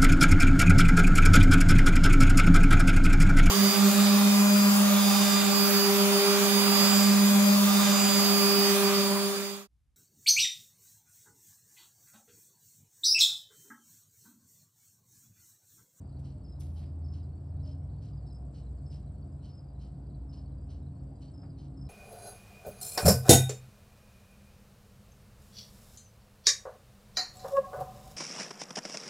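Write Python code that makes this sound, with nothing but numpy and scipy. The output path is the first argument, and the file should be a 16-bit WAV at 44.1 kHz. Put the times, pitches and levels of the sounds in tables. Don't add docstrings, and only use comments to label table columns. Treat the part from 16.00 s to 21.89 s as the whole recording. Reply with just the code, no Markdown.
import sys
import numpy as np
from scipy import signal
from scipy.fft import rfft, irfft, next_fast_len
from scipy.io import wavfile
from scipy.ndimage import uniform_filter1d, map_coordinates

SR = 44100
rng = np.random.default_rng(int(sys.argv[2]) if len(sys.argv) > 2 else 0)


def master_out(mix):
    frames = np.transpose(np.atleast_2d(mix))
    ceiling = np.clip(frames, -1, 1)
    pcm = np.round(ceiling * 32767).astype(np.int16)
    wavfile.write(sys.argv[1], SR, pcm)


N = 259749
TIME = np.arange(N) / SR


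def amp(db):
    return 10 ** (np.asarray(db) / 20)


def unit(x):
    return x / np.sqrt(np.mean(x ** 2) + 1e-20)


def along(points, hz):
    f, v = np.transpose(points)
    return np.interp(np.log(hz + 1), np.log(f + 1), v)


def curves(rows):
    s, *cols = np.transpose(rows)
    return [np.interp(TIME, s, c) for c in cols]


def wobble(rate):
    points = rng.standard_normal(int(N * rate / SR) + 4)
    return map_coordinates(points, [TIME * rate])


def filtered(x, response):
    m = next_fast_len(N + SR // 2)
    hz = np.fft.rfftfreq(m, 1 / SR)
    return irfft(rfft(x, m) * response(hz), m)[..., :N]


def scatter(x, t60):
    t = TIME[:SR // 2]
    tail = rng.standard_normal(len(t)) * amp(-60 * t / t60)
    tail *= 1 - np.exp(-t / 0.0053)
    return signal.fftconvolve(x, tail / np.linalg.norm(tail))[:N]


def swell(s, rise, t60):
    before = np.minimum(TIME - s, 0)
    after = np.maximum(TIME - s, 0)
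    return np.exp(-(before / rise) ** 2) * amp(-60 * after / t60)


def grit(per_s, smooth):
    snaps = (rng.random(N) < per_s / SR) * rng.standard_normal(N)
    return unit(unit(snaps) + smooth * rng.standard_normal(N))


def add_stroke(out, s, db, hz, width, fall, brake=.3):
    i = np.arange(*np.searchsorted(TIME, [s - 3 * width, s + 3 * width]))
    u = (TIME[i] - s) / width
    pitch = hz * (1 - fall * (u + brake * u ** 2))
    phase = 2 * np.pi * (np.cumsum(pitch) / SR + rng.random())
    out[i] += amp(db) * np.exp(-u ** 2) * np.sin(phase)


# frequency in Hz, likeness (1 = identical).
ALIKENESS = [(100, 1), (200, .99), (350, 0.85), (650, 0.51), (1300, 0.41), (2500, 1), (3500, 1), (6000, 1),
             (13000, 1)]
# frequency in Hz, left level over right level in dB.
LEFT_LEAN = [(120, -0.5), (370, 2.5), (680, 5), (1240, 1.5), (3000, 0)]


def diffuse(spectrum):
    def mid_side(hz):
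        turn = np.arccos(np.clip(along(ALIKENESS, hz), -1, 1)) / 2
        return amp(along(spectrum, hz)) * [np.cos(turn), np.sin(turn)]

    mid, side = filtered(rng.standard_normal((2, N)), mid_side)
    pair = np.array([mid + side, mid - side])
    return unit(filtered(pair, lambda hz: amp(np.outer([.5, -.5], along(LEFT_LEAN, hz)))))


# frequency in Hz, relative level in dB per Hz.
RUMBLE_COLOUR = [(20, -27), (30, -15), (42, -3.5), (60, 2), (120, -0.5), (180, -.5), (230, -9), (310, -9.3),
                 (420, -23), (800, -67)]
# frequency in Hz, relative level in dB per Hz.
AIR_COLOUR = [(150, -8), (300, 1), (420, -1), (520, -1.5), (700, -1), (1000, -10), (1500, -18.5),
              (2000, -28), (3300, -33), (4600, -30), (6300, -39.5), (10500, -39.5), (12300, -42),
              (14000, -56)]


def town(rumble_db=-49.0, air_db=-62.3, sway_db=1.04, patchy_db=1):
    z = signal.stft(diffuse(AIR_COLOUR), nperseg=1024)[2]
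    patches = uniform_filter1d(rng.standard_normal(z.shape[1:]), size=4, axis=0)
    patches = uniform_filter1d(patches, size=10, axis=1)
    air = signal.istft(z * amp(patchy_db * unit(patches)), nperseg=1024)[1][:, :N]
    rumble = amp(rumble_db + sway_db * wobble(3)) * diffuse(RUMBLE_COLOUR)
    return rumble + amp(air_db) * air


# pitch in Hz, level in dB halfway through, change of level in dB per second.
HUM_TONES = [(58.5, -54.5, -1), (135.9, -50, -0.2), (513, -81, 0), (604, -76, 0), (711, -77, .5)]
# time in seconds, level in dB.
WHINE_LEVEL = [(0, -61.5), (1.3, -63), (1.7, -57), (2.2, -65), (2.4, -58.5), (2.75, -67), (3.3, -61),
               (3.9, -64), (4.35, -56.5), (4.8, -62), (5.3, -55.5), (5.89, -58)]
WHINE_HZ = 272


def hum(waver_db=1.8, drift_per_hz=.003):
    tones = [(hz, db + trend * (TIME - TIME.mean())) for hz, db, trend in HUM_TONES]
    tones += [(WHINE_HZ, curves(WHINE_LEVEL)[0])]
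    out = np.zeros(N)
    for hz, db in tones:
        level = np.sqrt(2) * amp(db + waver_db * wobble(8))
        out += level * np.sin(2 * np.pi * hz * TIME + drift_per_hz * hz * wobble(10))
    return out


# time in seconds, cycles per second.
CYCLE_RATE = [(0, 19.7), (.6, 19.9), (1.2, 20.15), (2.1, 20.86), (2.7, 20.6), (4.2, 20.21), (5.89, 20.1)]
# time in seconds, level in dB.
THROB_LEVEL = [(0, -48), (.9, -56.5), (1.7, -51), (2.2, -43.5), (2.78, -42), (3.4, -52), (3.85, -45.5),
               (4.4, -44.5), (5.3, -57.5), (5.89, -47)]
# time in seconds, level in dB.
DRONE_LEVEL = [(0, -51), (.22, -43.5), (.45, -52), (.62, -41), (1.2, -37), (1.38, -42.5), (1.6, -38.5),
               (2.02, -43.5), (2.2, -62), (2.45, -60), (2.62, -47), (3.1, -46.5), (4.2, -51), (4.85, -46),
               (5.6, -57), (5.89, -50)]
# multiple of the cycle rate, level in dB at zero effort, share of the effort added.
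UPPER_ORDERS = [(5, -56, 1), (7, -55, .75)]
# time in seconds, effort in dB.
EFFORT = [(0, 2.5), (.5, 2), (1.3, 6), (1.8, 10), (2.2, 6), (2.5, 0), (3.1, 2), (4.1, -3.5), (4.6, -1.5),
          (5.2, -2.5), (5.89, 4)]


def engine(flutter=0.25, waver_db=1.6):
    rate, effort_db = curves(CYCLE_RATE)[0], curves(EFFORT)[0]
    cycle = 2 * np.pi * np.cumsum(rate) / SR
    orders = [(3, curves(THROB_LEVEL)[0]), (4, curves(DRONE_LEVEL)[0])]
    orders += [(round(k), db + share * effort_db) for k, db, share in UPPER_ORDERS]
    out = np.zeros(N)
    for k, db in orders:
        level = np.sqrt(2) * amp(db + waver_db * wobble(7))
        out += level * np.sin(k * cycle + 2 * np.pi * rng.random() + flutter * wobble(9))
    return out


# time of the peak in seconds, pitch in Hz, level in dB.
HOOT_CALLS = [(.36, 604, -61.5), (1.695, 615, -57)]


def hoots(rise=0.03, t60=0.25):
    out = np.zeros(N)
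    for s, hz, db in HOOT_CALLS:
        out += amp(db) * swell(s, rise, t60) * np.sin(2 * np.pi * hz * TIME + .5 * wobble(40))
    return out


# frequency in Hz, relative level in dB.
SWISH_COLOUR = [(600, -5.5), (1500, -9.5), (2200, -10.5), (3050, -1), (3500, -8), (4300, 2), (4800, -1),
                (5700, -2), (6600, -9), (8500, -11), (10200, -17.5), (12000, -32.5)]
# pitch in Hz, width in Hz, relative level in dB before each beat's own change.
HOLLOW_RINGS = [(3040, 200, -4), (4340, 80, 4), (3900, 200, -7), (4900, 160, -8), (5650, 60, -8)]
SWISH_START_S, SWISH_CYCLE_S, SWISH_SECOND_S = .257, .8905, .521


def swishes(level_db=-68.6, second_db=0.4, grain_db=.7, catch_db=.9, wash_db=-10,
            first_ring_db=-3, second_ring_db=2, ring_scatter_db=2.5, detune=.004):
    beats = [(s, level_db, first_ring_db) for s in np.arange(SWISH_START_S, N / SR, SWISH_CYCLE_S)]
    beats += [(s + SWISH_SECOND_S, db + second_db, second_ring_db) for s, db, _ in beats]
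    hiss = np.zeros(N)
    for s, db, ring_db in beats:
        rings = [(hz * (1 + rng.normal(0, detune)), width, level + ring_db + rng.normal(0, ring_scatter_db))
                 for hz, width, level in HOLLOW_RINGS]

        def colour(f):
            ringing = sum(amp(level) / (1 + (2 * (f - hz) / width) ** 2) for hz, width, level in rings)
            return amp(along(SWISH_COLOUR, f)) + ringing

        stroke = swell(s, rise=0.019, t60=0.79)
        stroke /= 1 + np.exp(np.clip((TIME - s - .07) / 0.017, -50, 50))
        hiss += amp(db) * stroke * unit(filtered(grit(per_s=3000, smooth=.8), colour))
    hiss *= amp(grain_db * wobble(300) + catch_db * wobble(70))
    return hiss + amp(wash_db) * scatter(hiss, t60=0.48)


# time of the peak in seconds, level in dB before the envelope, rise in seconds, time to die by 60 dB in
# seconds, centre in Hz, width in octaves.
RUSTLE_EVENTS = [(.197, -75, 0.012, 0.16, 4500, 1.25), (.608, -60.5, 0.009, .14, 9000, 0.8),
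                 (.608, -64, .003, .05, 5000, .6), (.616, -61.5, 0.003, 0.08, 3500, 1),
                 (.64, -69, 0.015, .6, 5500, 1.2), (.745, -77.5, 0.025, .45, 9800, 0.45),
                 (.795, -79, .025, .33, 9300, .4), (.785, -72, .016, .25, 3900, .5),
                 (.84, -72.5, 0.045, 0.28, 2170, 0.85), (.853, -74, .015, .3, 4850, .07),
                 (5.434, -58, .003, .13, 700, 0.85), (5.434, -78, .002, .07, 3600, .3)]


def rustles(grain_db=1.3, lump_db=.9, spread=0.25, top_hz=15000):
    out = np.zeros((2, N))
    for s, db, rise, t60, centre, octaves in RUSTLE_EVENTS:
        def colour(hz):
            band = np.exp(-.5 * (np.log2((hz + 1) / centre) / octaves) ** 2)
            return band / (1 + (hz / top_hz) ** 10)

        middle, side = filtered(np.array([grit(per_s=2500, smooth=.7), rng.standard_normal(N)]), colour)
        pair = unit(np.array([middle + spread * side, middle - spread * side]))
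        out += amp(db) * swell(s, rise, t60) * pair
    return out * amp(grain_db * wobble(400) + lump_db * wobble(60))


def far_trill(level_db=-87, range_db=3, centre_hz=7750, spread_hz=290, count=2600):
    song = np.zeros(N)
    for (when, loud), pitch in zip(rng.random((count, 2)), rng.standard_normal(count)):
        hz = centre_hz + spread_hz * np.clip(pitch, -2.4, 1.6)
        add_stroke(song, when * N / SR, level_db + range_db * loud, hz, width=.005, fall=.01)
    return song


# strokes per second, first stroke in seconds, pitch in Hz, level in dB before the swell,
# stroke width in seconds, share of the pitch lost per width.
TRILL_STROKES = [(16.4, .014, 7920, -71.3, .0055, .005), (16.4, .045, 7890, -74.5, .0055, .005),
                 (16.35, .02, 7400, -76, .011, .028)]
# time in seconds, gain in dB.
TRILL_GAIN = [(0, -0.5), (1.3, -2.5), (2.1, -1), (2.6, 2.5), (3.4, 0.5), (3.65, -2.5), (4.65, -2),
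              (5.25, 1.5), (5.6, -3), (5.89, 0)]


def trill(rasp=.5, rasp_width_hz=190, wash_db=-2.5, skirt_db=-26, jitter_s=.002, vary_db=1.5, detune=.005):
    song = np.zeros(N)
    for rate, first, hz, db, width, fall in TRILL_STROKES:
        for s in np.arange(first, N / SR, 1 / rate):
            when = s + rng.normal(0, jitter_s)
            level = db + rng.normal(0, vary_db)
            add_stroke(song, when, level, hz * (1 + rng.normal(0, detune)), width, fall, brake=.1)
    song *= 1 + rasp * wobble(4 * rasp_width_hz) + amp(skirt_db) * wobble(3000)
    song += amp(wash_db) * scatter(song, t60=0.2)
    return song * amp(curves(TRILL_GAIN)[0])


def chorus(level_db=-92, range_db=6, centre_hz=4640, spread_hz=230, wash_db=-2, count=380):
    song = np.zeros(N)
    for (when, loud), pitch in zip(rng.random((count, 2)), rng.standard_normal(count)):
        hz = centre_hz + spread_hz * pitch
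        add_stroke(song, when * N / SR, level_db + range_db * loud, hz, width=.0075, fall=.03)
    return song + amp(wash_db) * scatter(song, t60=.2)


# last stroke in seconds, its level in dB before the group gain, its pitch in Hz, number of strokes.
FAR_CHIRPS = [(.1, -74.5, 4840, 3), (.168, -76, 4080, 2), (.176, -71, 4560, 3), (.465, -73, 4640, 3),
              (.564, -76.5, 4060, 2), (1.066, -73, 4580, 2), (1.232, -70, 4930, 3), (1.245, -77, 4060, 2),
              (1.377, -73, 4590, 3), (1.49, -82, 5400, 3), (1.5, -79, 4860, 3), (1.604, -74.5, 4050, 2),
              (1.65, -73, 4680, 3), (1.835, -80, 5380, 2), (1.94, -77.5, 4000, 2), (1.987, -73.5, 4520, 3),
              (2.178, -67.5, 4930, 3), (2.275, -71, 4610, 3), (2.304, -72.5, 4070, 2), (2.67, -73, 4050, 2),
              (2.83, -77, 4847, 2), (2.868, -73.5, 4510, 3), (3.075, -77, 4080, 2), (3.227, -72.5, 4566, 3),
              (3.255, -82, 5350, 2), (3.33, -76, 4865, 3), (3.455, -74, 4070, 2), (3.53, -73, 4600, 2),
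              (3.69, -71.5, 4830, 3), (3.8, -73, 4078, 2), (4.07, -76.5, 4829, 2), (4.147, -73, 4070, 2),
              (4.15, -72, 4600, 3), (4.462, -71, 4540, 3), (4.522, -76.5, 4072, 2), (4.627, -73, 4896, 2),
              (4.87, -74.5, 4070, 2), (5.0, -75, 4560, 3), (5.035, -84, 5300, 3), (5.16, -75, 4820, 3),
              (5.23, -75, 4060, 2), (5.287, -68.5, 4570, 2), (5.504, -68, 4880, 3), (5.553, -74, 4570, 3),
              (5.58, -77, 4060, 2), (5.925, -70, 4060, 2)]


def far_crickets(spacing=.042, reply_db=-.5, build_db=3.5, wash_db=-6, rise=.018, fall=.025,
                 echo_s=0.014, echo_db=-8.5):
    song = np.zeros(N)
    for s, db, hz, strokes in FAR_CHIRPS:
        for k in range(round(strokes)):
            when = s - k * spacing
            level = db + reply_db - k * build_db
            pitch = hz * (1 - k * rise + rng.normal(0, 0.0043))
            add_stroke(song, when, level, pitch, width=.0072, fall=fall)
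            add_stroke(song, when + echo_s, level + echo_db, pitch * (1 - fall), width=0.0066, fall=fall)
    song *= 1 + 0.39 * wobble(350)
    return song + amp(wash_db) * scatter(song, t60=0.16)


# reference time near the last stroke in seconds, level in dB before the overall gain.
NEAR_CHIRPS = [(0.5254, -61.5), (1.1262, -62), (1.7152, -61), (2.3502, -60.5), (2.944, -60), (3.5789, -60),
               (4.376, -59.5), (5.4211, -61), (5.8551, -60)]
# lead before the reference time in seconds, level in dB against the chirp, width in seconds.
WING_STROKES = [(.0785, -4.6, .0075), (.041, -.9, .0055), (0.0012, 0, .0048)]
# delay in seconds, level in dB against the stroke.
ECHOES = [(.0088, -6), (.0155, -4.5)]


def near_cricket(pitch_hz=5215, gain_db=-.8, wash_db=-7.5, sag=.023, scrape=0.29, attack_s=.0025,
                 drag_db=-15, drag_s=.009, drag_drop=.08):
    song = np.zeros(N)
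    for end, chirp_db in NEAR_CHIRPS:
        for lead, stroke_db, width in WING_STROKES:
            s = end + attack_s - lead
            db = chirp_db + stroke_db + gain_db
            hz = pitch_hz * (1 + rng.normal(0, 0.0027))
            add_stroke(song, s, db, hz, width, fall=0.008)
            add_stroke(song, s + drag_s, db + drag_db, hz * (1 - drag_drop), width=.007, fall=.035)
            for delay, echo_db in ECHOES:
                when = s + delay + rng.normal(0, .001)
                level = db + echo_db + rng.normal(0, 1.5)
                echo_hz = hz * (1 - sag + rng.normal(0, .006))
                add_stroke(song, when, level, echo_hz, width=0.0058, fall=.011)
    song *= 1 + scrape * wobble(650)
    return song + amp(wash_db) * scatter(song, t60=0.2)


def scene():
    background = town() + hum() + engine() + hoots()
    small_noises = swishes() + rustles()
    insects = far_trill() + trill() + chorus() + far_crickets() + near_cricket()
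    return background + small_noises + insects


# frequency in Hz, phase lead in radians.
PORT_LEAD = [(600, 0), (1800, 0), (2500, 0.48), (3400, 0), (4300, 0.83), (5300, 0.55), (6000, 1.6),
             (7200, 3), (7900, 3.68), (8500, 4.5), (9700, 5), (11500, 7), (12800, 10)]
TOP_HZ = 15800


def record(dry):
    def ports(hz):
        return np.exp(np.outer([.5j, -.5j], along(PORT_LEAD, hz))) * (hz < TOP_HZ)

    fade = np.minimum(1, np.minimum(TIME, TIME[::-1]) / .004)
    return filtered(dry * fade, ports)


dry = scene()
out = record(dry)
master_out(out)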